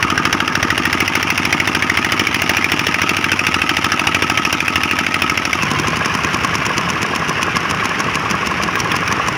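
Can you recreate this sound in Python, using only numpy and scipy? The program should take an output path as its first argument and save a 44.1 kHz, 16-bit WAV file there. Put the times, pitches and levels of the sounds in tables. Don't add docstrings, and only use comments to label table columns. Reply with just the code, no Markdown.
import sys
import numpy as np
from scipy import signal
from scipy.fft import rfft, irfft, next_fast_len
from scipy.io import wavfile
from scipy.ndimage import uniform_filter1d, minimum_filter1d

SR = 44100
rng = np.random.default_rng(int(sys.argv[2]) if len(sys.argv) > 2 else 0)


def pcm_store(signal):
    levels = np.round(np.clip(np.atleast_2d(signal), -1, 1) * 32767)
    wavfile.write(sys.argv[1], SR, levels.astype(np.int16).T)


N = 413216
TIME = np.arange(N) / SR
THROTTLE_SHUT_S = 5.58
MIC_TILT = np.minimum(TIME / 4.3, 1)

# time in seconds, cycles per second.
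SPEED = [(0, 13.284), (0.8, 13.311), (1.7, 13.474), (2.6, 13.37), (3.6, 13.321), (4.5, 13.074),
         (5.5, 12.862), (6, 11.259), (6.5, 9.368), (7, 7.727), (7.5, 7.218), (8.2, 6.449), (8.7, 5.943),
         (8.95, 6.225), (9.37, 6.302)]
# time in seconds, the knock's ring in Hz, then sizzle, rattle and pipe in dB.
COLOUR = [(.45, 1460, -8, -4, 5), (1.25, 2480, 4.5, 1, 0.5), (1.8, 2070, -7, -1.5, -1.5),
          (2.5, 2480, 2, 1, -1.5), (3.7, 2520, -8.5, -0.5, 3), (4.7, 2570, -3.5, -0.5, 2),
          (5.6, 2300, -7, -1, 0)]


def near_engine():
    puff_place = .663
    return knock(puff_place) + exhaust(puff_place) + pipe(puff_place) + valve(puff_place) + gears(puff_place)


def knock(puff_place):
    # frequency in Hz, level in dB.
    block_spectrum = [(200, 13), (550, 2.5), (1000, -3.5), (1600, 4.5), (2200, 2.5), (2800, 2),
                      (3500, -5.5), (4200, -14.5), (5500, -2.5), (6900, -17.5), (8000, -27), (9800, -16),
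                      (13300, -25), (15000, -15.5)]
    # delay in ms, pitch in Hz, level in dB, rise in ms, t60 in ms.
    crankcase_modes = [(0, 500, -21, 1.5, 25), (0, 766, -18, 1.2, 24)]
    # start in seconds, level in dB.
    idle_firings = [(8.754, -11), (8.916, -10), (9.076, -11.5)]
    times = moments(SPEED, puff_place - .328)
    times = times[times < THROTTLE_SHUT_S]
    gains = scatter(times, spread_db=.6)
    ring_hz, sizzle_db, _, _ = curves(COLOUR)
    block = noise(block_spectrum, patchy_db=3, low_hz=442, ring_hz=ring_hz, ring_db=6.5)
    crack = highpass(block, 3300, 8)
    sizzle = highpass(block, 11000, 12)
    treble = amp(.13 * sizzle_db) * (crack - sizzle) + amp(sizzle_db) * sizzle
    blows = (block - crack) * burst(times, gains, 2.06, 6.65) + treble * burst(times, gains, 1.23, 6.4)
    shell = lowpass(highpass(block, 1400, 6), 6500, 2)
    shaking = shell * burst(times, amp(-11.5) * gains, rise_ms=13, length_ms=20.2)
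    thump = chug(times, crankcase_modes, spread_db=5, detune=.08)
    idle_s, idle_db = np.transpose(idle_firings)
    idling = block * burst(idle_s, amp(idle_db), rise_ms=.9, length_ms=8)
    return amp(-MIC_TILT) * (blows + shaking) + amp(MIC_TILT - 1) * thump + idling


def exhaust(puff_place):
    # delay in ms, pitch in Hz, level in dB, rise and t60 in ms.
    silencer_modes = [(-26.5, 92.6, -17.5, 2.6, 122), (-8, 152, -21, 7.4, 92), (-4, 289.5, -1.5, 4.1, 23.2),
                      (-3.5, 248, -20, 2, 106), (-2, 400, -14.5, 1.6, 24.7), (-1, 750, -26, 0.81, 15),
                      (-4.5, 900, -20, 1.1, 46), (-27, 240, -14, 3, 15), (10, 268, -13.5, 6.4, 34)]
    slosh_modes = [(-1, 207, 2, 2.2, 36), (-33, 137, -15, 7.3, 80), (26, 156, -8, 8.9, 170),
                   (10, 240, -15, 8.7, 73), (-8.5, 93, -5.5, 7.4, 120)]
    puffs = moments(SPEED, puff_place)
    thud = strength("exhaust") * chug(puffs, silencer_modes, spread_db=1.03, detune=.0034)
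    boom = strength("boom") * chug(puffs, slosh_modes, spread_db=0, detune=.02)
    return thud + boom


def pipe(puff_place):
    # offset from the puff in cycles, level in dB.
    gas_pulses = [(-.09, -6), (0, 1), (.31, -7.5)]
    cold_hz, hot_hz = 1042, 1239 + 8 * TIME
    note_hz = cold_hz + pulling() * (hot_hz - cold_hz)
    struck = 0
    for offset, db in gas_pulses:
        times = moments(SPEED, puff_place + offset)
        hz = np.interp(times, TIME, note_hz) * (1 + .0077 * rng.standard_normal(len(times)))
        struck += rings(times - .0022, amp(db - 16) * scatter(times, .8), hz, rise_ms=1.54, t60_ms=29)
    flutter = [unit(lowpass(rng.standard_normal(N), 30, 2)) for _ in range(2)]
    angle = 2 * np.pi * np.cumsum(note_hz) / SR
    singing = flutter[0] * np.cos(angle) + flutter[1] * np.sin(angle)
    _, _, _, pipe_db = curves(COLOUR)
    return amp(pipe_db) * (strength("pipe") * struck + strength("gas") * singing)


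def valve(puff_place):
    # frequency in Hz, level in dB.
    valve_spectrum = [(200, 4), (550, -26), (1000, -7.5), (1600, -13), (2200, -6.5), (2800, -7),
                      (3500, -18.5), (4200, -20.5), (5500, -10), (6900, -18), (8000, -32.5), (9800, -22.5),
                      (13300, -36.5), (15000, -31)]
    puffs, seatings = moments(SPEED, puff_place), moments(SPEED, puff_place + .265)
    snap = burst(puffs - .0028, amp(-13) * scatter(puffs, .84), .47, 6.14)
    scrape = burst(puffs - .014, amp(-15) * scatter(puffs, .84), 3, 6)
    click = burst(seatings - .003, amp(-20.5) * scatter(seatings, 1.3), .73, 3.6)
    return strength("valve") * (snap + scrape + click) * noise(valve_spectrum, patchy_db=1, low_hz=233)


def gears(puff_place):
    # offset from the puff in cycles, dB pulling, dB coasting, length in ms.
    loose_contacts = [(-.13, -15, -16, 9.8), (0.289, -16, -28, 9.4), (0.428, -13, -16, 5.5),
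                      (0.554, -16.5, -19, 4.2), (.6, -38, -19.5, 22)]
    # frequency in Hz, level in dB.
    gear_spectrum = [(200, -11.5), (550, -11.5), (1000, -5), (1600, -3.5), (2200, -1.5), (2800, -1.5),
                     (3500, -13.5), (4200, -21.5), (5500, -12.5), (6900, -26), (8000, -37.5), (9800, -28),
                     (13300, -40.5), (15000, -36)]
    contacts = [(offset, coast_db + (pull_db - coast_db) * pulling(), ms)
                for offset, pull_db, coast_db, ms in loose_contacts]
    clacks = strength("gears") * rattle(SPEED, puff_place, contacts, spread_db=.77, steady_db=-25)
    ticks = TIME[rng.random(N) < 67 / SR]
    chatter = amp(-23.5 - 4.8 * pulling()) * burst(ticks, .95, rise_ms=.26, length_ms=1.5)
    _, _, rattle_db, _ = curves(COLOUR)
    return amp(rattle_db) * np.hypot(clacks, chatter) * noise(gear_spectrum, patchy_db=2.5, low_hz=141)


def whine():
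    # multiple of the cycle rate, level in dB.
    crank_tones = [(7, -44), (11, -39), (23, -37), (29, -36), (67, -39), (68, -36), (84, -49)]
    angle = 2 * np.pi * np.cumsum(curves(SPEED)[0]) / SR
    tones = sum(amp(db) * np.sin(order * angle + rng.uniform(0, 2 * np.pi)) for order, db in crank_tones)
    return strength("hum") * tones


def far_engine():
    # time in seconds, cycles per second.
    far_speed = [(6, 11.634), (7.8, 11.582), (9.37, 11.753)]
    # time in seconds, level in dB.
    prominence = [(0, -4.5), (4.2, -15.5), (5.5, -10.5), (5.68, -1), (9.37, 1.5)]
    # delay in ms, pitch in Hz, level in dB, rise in ms, t60 in ms.
    silencer_modes = [(-26.5, 106, -24.5, 5, 170), (-36.5, 171, -22, 3, 163), (-26, 270, -17.5, 0.94, 12),
                      (-25, 440, -16.5, 0.64, 19.4), (-5.5, 600, 1.5, 1.36, 6), (-15, 1660, -11.5, 5.3, 69)]
    # offset from the puff in cycles, level in dB, length in ms.
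    loose_contacts = [(-.17, -21, 4), (.32, -32, 3.8), (.5, -19, 3.6)]
    # frequency in Hz, level in dB.
    body_spectrum = [(100, 4.5), (170, 0.5), (400, -2.5), (580, -12), (1250, 1), (1700, -4), (2700, -7),
                     (3500, -21), (4300, -26.5), (5500, -18.5), (8000, -39.5), (9800, -38), (13300, -50),
                     (15000, -43)]
    puff_place = .056
    puffs = moments(far_speed, puff_place)
    thud = chug(puffs, silencer_modes, spread_db=2.3, detune=.011)
    hollow_hz = 992.5 * (1 + .014 * rng.standard_normal(len(puffs)))
    hollow = rings(puffs - .0065, amp(10) * scatter(puffs, 1), hollow_hz, rise_ms=7, t60_ms=20, sag=.29)
    clacks = rattle(far_speed, puff_place, loose_contacts, spread_db=1.5, steady_db=-22.5)
    clatter = clacks * noise(body_spectrum, patchy_db=1.5, low_hz=75.4)
    return amp(curves(prominence)[0]) * (thud + hollow + clatter)


def wall_echoes(x):
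    # delay in ms, gain.
    reflections = [(6.3, 0.11), (14, 0.029), (23.4, 0.063)]
    echoes = filtered(x, lambda hz: sum(g * np.exp(-2j * np.pi * hz * ms / 1000) for ms, g in reflections))
    return lowpass(echoes, 3000, 2)


def yard(x, t60_s, dull_hz):
    t = np.arange(SR // 3) / SR
    tail = rng.standard_normal(len(t)) * amp(-60 * t / t60_s) * (t > .008)
    return lowpass(signal.oaconvolve(x, tail / np.linalg.norm(tail))[:N], dull_hz, 2)


def drum():
    # frequency in Hz, level in dB.
    rumble_spectrum = [(25, -47), (45, -66), (70, 2), (100, -5), (200, -3.5), (350, -13), (550, -10.5),
                       (900, -9), (1500, -40), (4000, -65)]
    return amp(-32) * noise(rumble_spectrum, patchy_db=.5, low_hz=13)


def pulling():
    return np.clip((THROTTLE_SHUT_S - TIME) / .076 + .5, 0, 1)


def strength(part):
    part_levels = {"exhaust": (4.5, 1, -8.5, -2.5), "boom": (-39, -9.5, -5.5, -7),
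                   "pipe": (6.5, 6.5, -1.5, 0.5), "gas": (-37.5, -28, -17, 5),
                   "valve": (-12.5, 0.5, 0.5, 2.5), "gears": (-1, 0, -2.5, -0.5),
                   "hum": (-0.5, -27, -15, -3)}
    pull_db, coast_db, halving_db, tilt_db = part_levels[part]
    speed, = curves(SPEED)
    load_db = pulling() * (pull_db + tilt_db * MIC_TILT) + (1 - pulling()) * coast_db
    return amp(load_db + halving_db * np.log2(speed[0] / speed))


def moments(speed, place):
    cycles = np.cumsum(curves(speed)[0]) / SR - place
    return np.interp(np.arange(np.ceil(cycles[0]), cycles[-1]), cycles, TIME)


def chug(times, modes, spread_db, detune):
    total = 0
    for delay_ms, hz, db, rise_ms, t60_ms in modes:
        gains = amp(db) * scatter(times, spread_db)
        pitches = hz * (1 + detune * rng.standard_normal(len(times)))
        total += rings(times + delay_ms / 1000, gains, pitches, rise_ms, t60_ms)
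    return total


def rings(times, gains, hz, rise_ms, t60_ms, sag=0):
    t = np.arange(SR // 9) / SR
    ms = t * 1000
    shape = (1 - np.exp(-(ms / rise_ms) ** 2)) * amp(-60 * ms / t60_ms)
    warped_s = np.cumsum(1 + sag * np.exp(-t / .006)) / SR
    notes = gains[:, None] * shape * np.sin(2 * np.pi * hz[:, None] * warped_s)
    index = np.round(times * SR).astype(int)[:, None] + np.arange(len(t))
    return np.bincount(np.maximum(index, 0).ravel(), (notes * (index >= 0)).ravel(), N)[:N]


def rattle(speed, puff_place, contacts, spread_db, steady_db):
    power = amp(steady_db) ** 2
    for offset, db, length_ms in contacts:
        times = moments(speed, puff_place + offset)
        times = times - .002 + .0013 * rng.standard_normal(len(times))
        power = power + (amp(db) * burst(times, scatter(times, spread_db), .81, length_ms)) ** 2
    return np.sqrt(power)


def burst(times, gains, rise_ms, length_ms):
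    ms = np.arange(SR // 20) / SR * 1000
    shape = (1 - np.exp(-(ms / rise_ms) ** 2)) * np.exp(-(ms / length_ms) ** 2)
    onsets = np.clip(np.round(times * SR).astype(int), 0, N)
    impulses = np.bincount(onsets, gains * (times > 0), N + 1)
    return signal.oaconvolve(impulses, shape)[:N]


def scatter(times, spread_db):
    return amp(spread_db * rng.standard_normal(len(times)))


def noise(spectrum, patchy_db, low_hz, ring_hz=None, ring_db=0):
    bin_hz, frame_s, frames = signal.stft(rng.standard_normal(N), SR, nperseg=512)
    patches = uniform_filter1d(rng.standard_normal(frames.shape), size=2, axis=0)
    gain_db = patchy_db * unit(uniform_filter1d(patches, size=7, axis=1))
    if ring_hz is not None:
        gain_db += ring_db * np.exp(-((bin_hz[:, None] - np.interp(frame_s, TIME, ring_hz)) / 330) ** 2)
    patchy = signal.istft(frames * amp(gain_db), nperseg=512)[1][:N]
    knot_hz, knot_db = np.transpose(spectrum)

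    def response(hz):
        db = np.interp(np.log(hz + 1), np.log(knot_hz), knot_db)
        return amp(db) * hz ** 2 / (hz ** 2 + low_hz ** 2)
    return unit(filtered(patchy, response))


def filtered(x, response):
    size = next_fast_len(N + 8192)
    return irfft(rfft(x, size) * response(np.fft.rfftfreq(size, 1 / SR)), size)[:N]


def lowpass(x, corner_hz, order):
    return filtered(x, lambda hz: 1 / (1 + (hz / corner_hz) ** order))


def highpass(x, corner_hz, order):
    return filtered(x, lambda hz: 1 / (1 + (corner_hz / (hz + 1)) ** order))


def curves(rows):
    seconds, *columns = np.transpose(rows)
    return [np.interp(TIME, seconds, column) for column in columns]


def amp(db):
    return 10 ** (np.asarray(db) / 20)


def unit(x):
    return x / np.sqrt(np.mean(x ** 2) + 1e-20)


def limiter(x, ceiling, look_ahead_s, release_db_per_s):
    size = int(look_ahead_s * SR) + 1
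    needed_db = minimum_filter1d(-20 * np.log10(np.maximum(np.abs(x) / ceiling, 1)), 2 * size)
    recovery_db = release_db_per_s * TIME
    gain_db = np.minimum.accumulate(needed_db - recovery_db) + recovery_db
    return x * amp(uniform_filter1d(gain_db, size))


def scene():
    near = filtered(near_engine(), lambda hz: amp(-6 * np.exp(-((hz - 520) / 95) ** 2)))
    engines = near + whine() + far_engine()
    direct = engines + drum()
    return (direct + wall_echoes(engines) + amp(-17) * yard(engines, t60_s=.26, dull_hz=1020))[None]


def record(dry):
    thin = highpass(dry[0], 56, 4)
    held = limiter(thin, ceiling=.98, look_ahead_s=.0014, release_db_per_s=185)
    rounded = held / (1 + np.abs(held / .93) ** 6) ** (1 / 6)
    return lowpass(rounded, 15700, 120)[None]


dry = scene()
out = record(dry)
pcm_store(out)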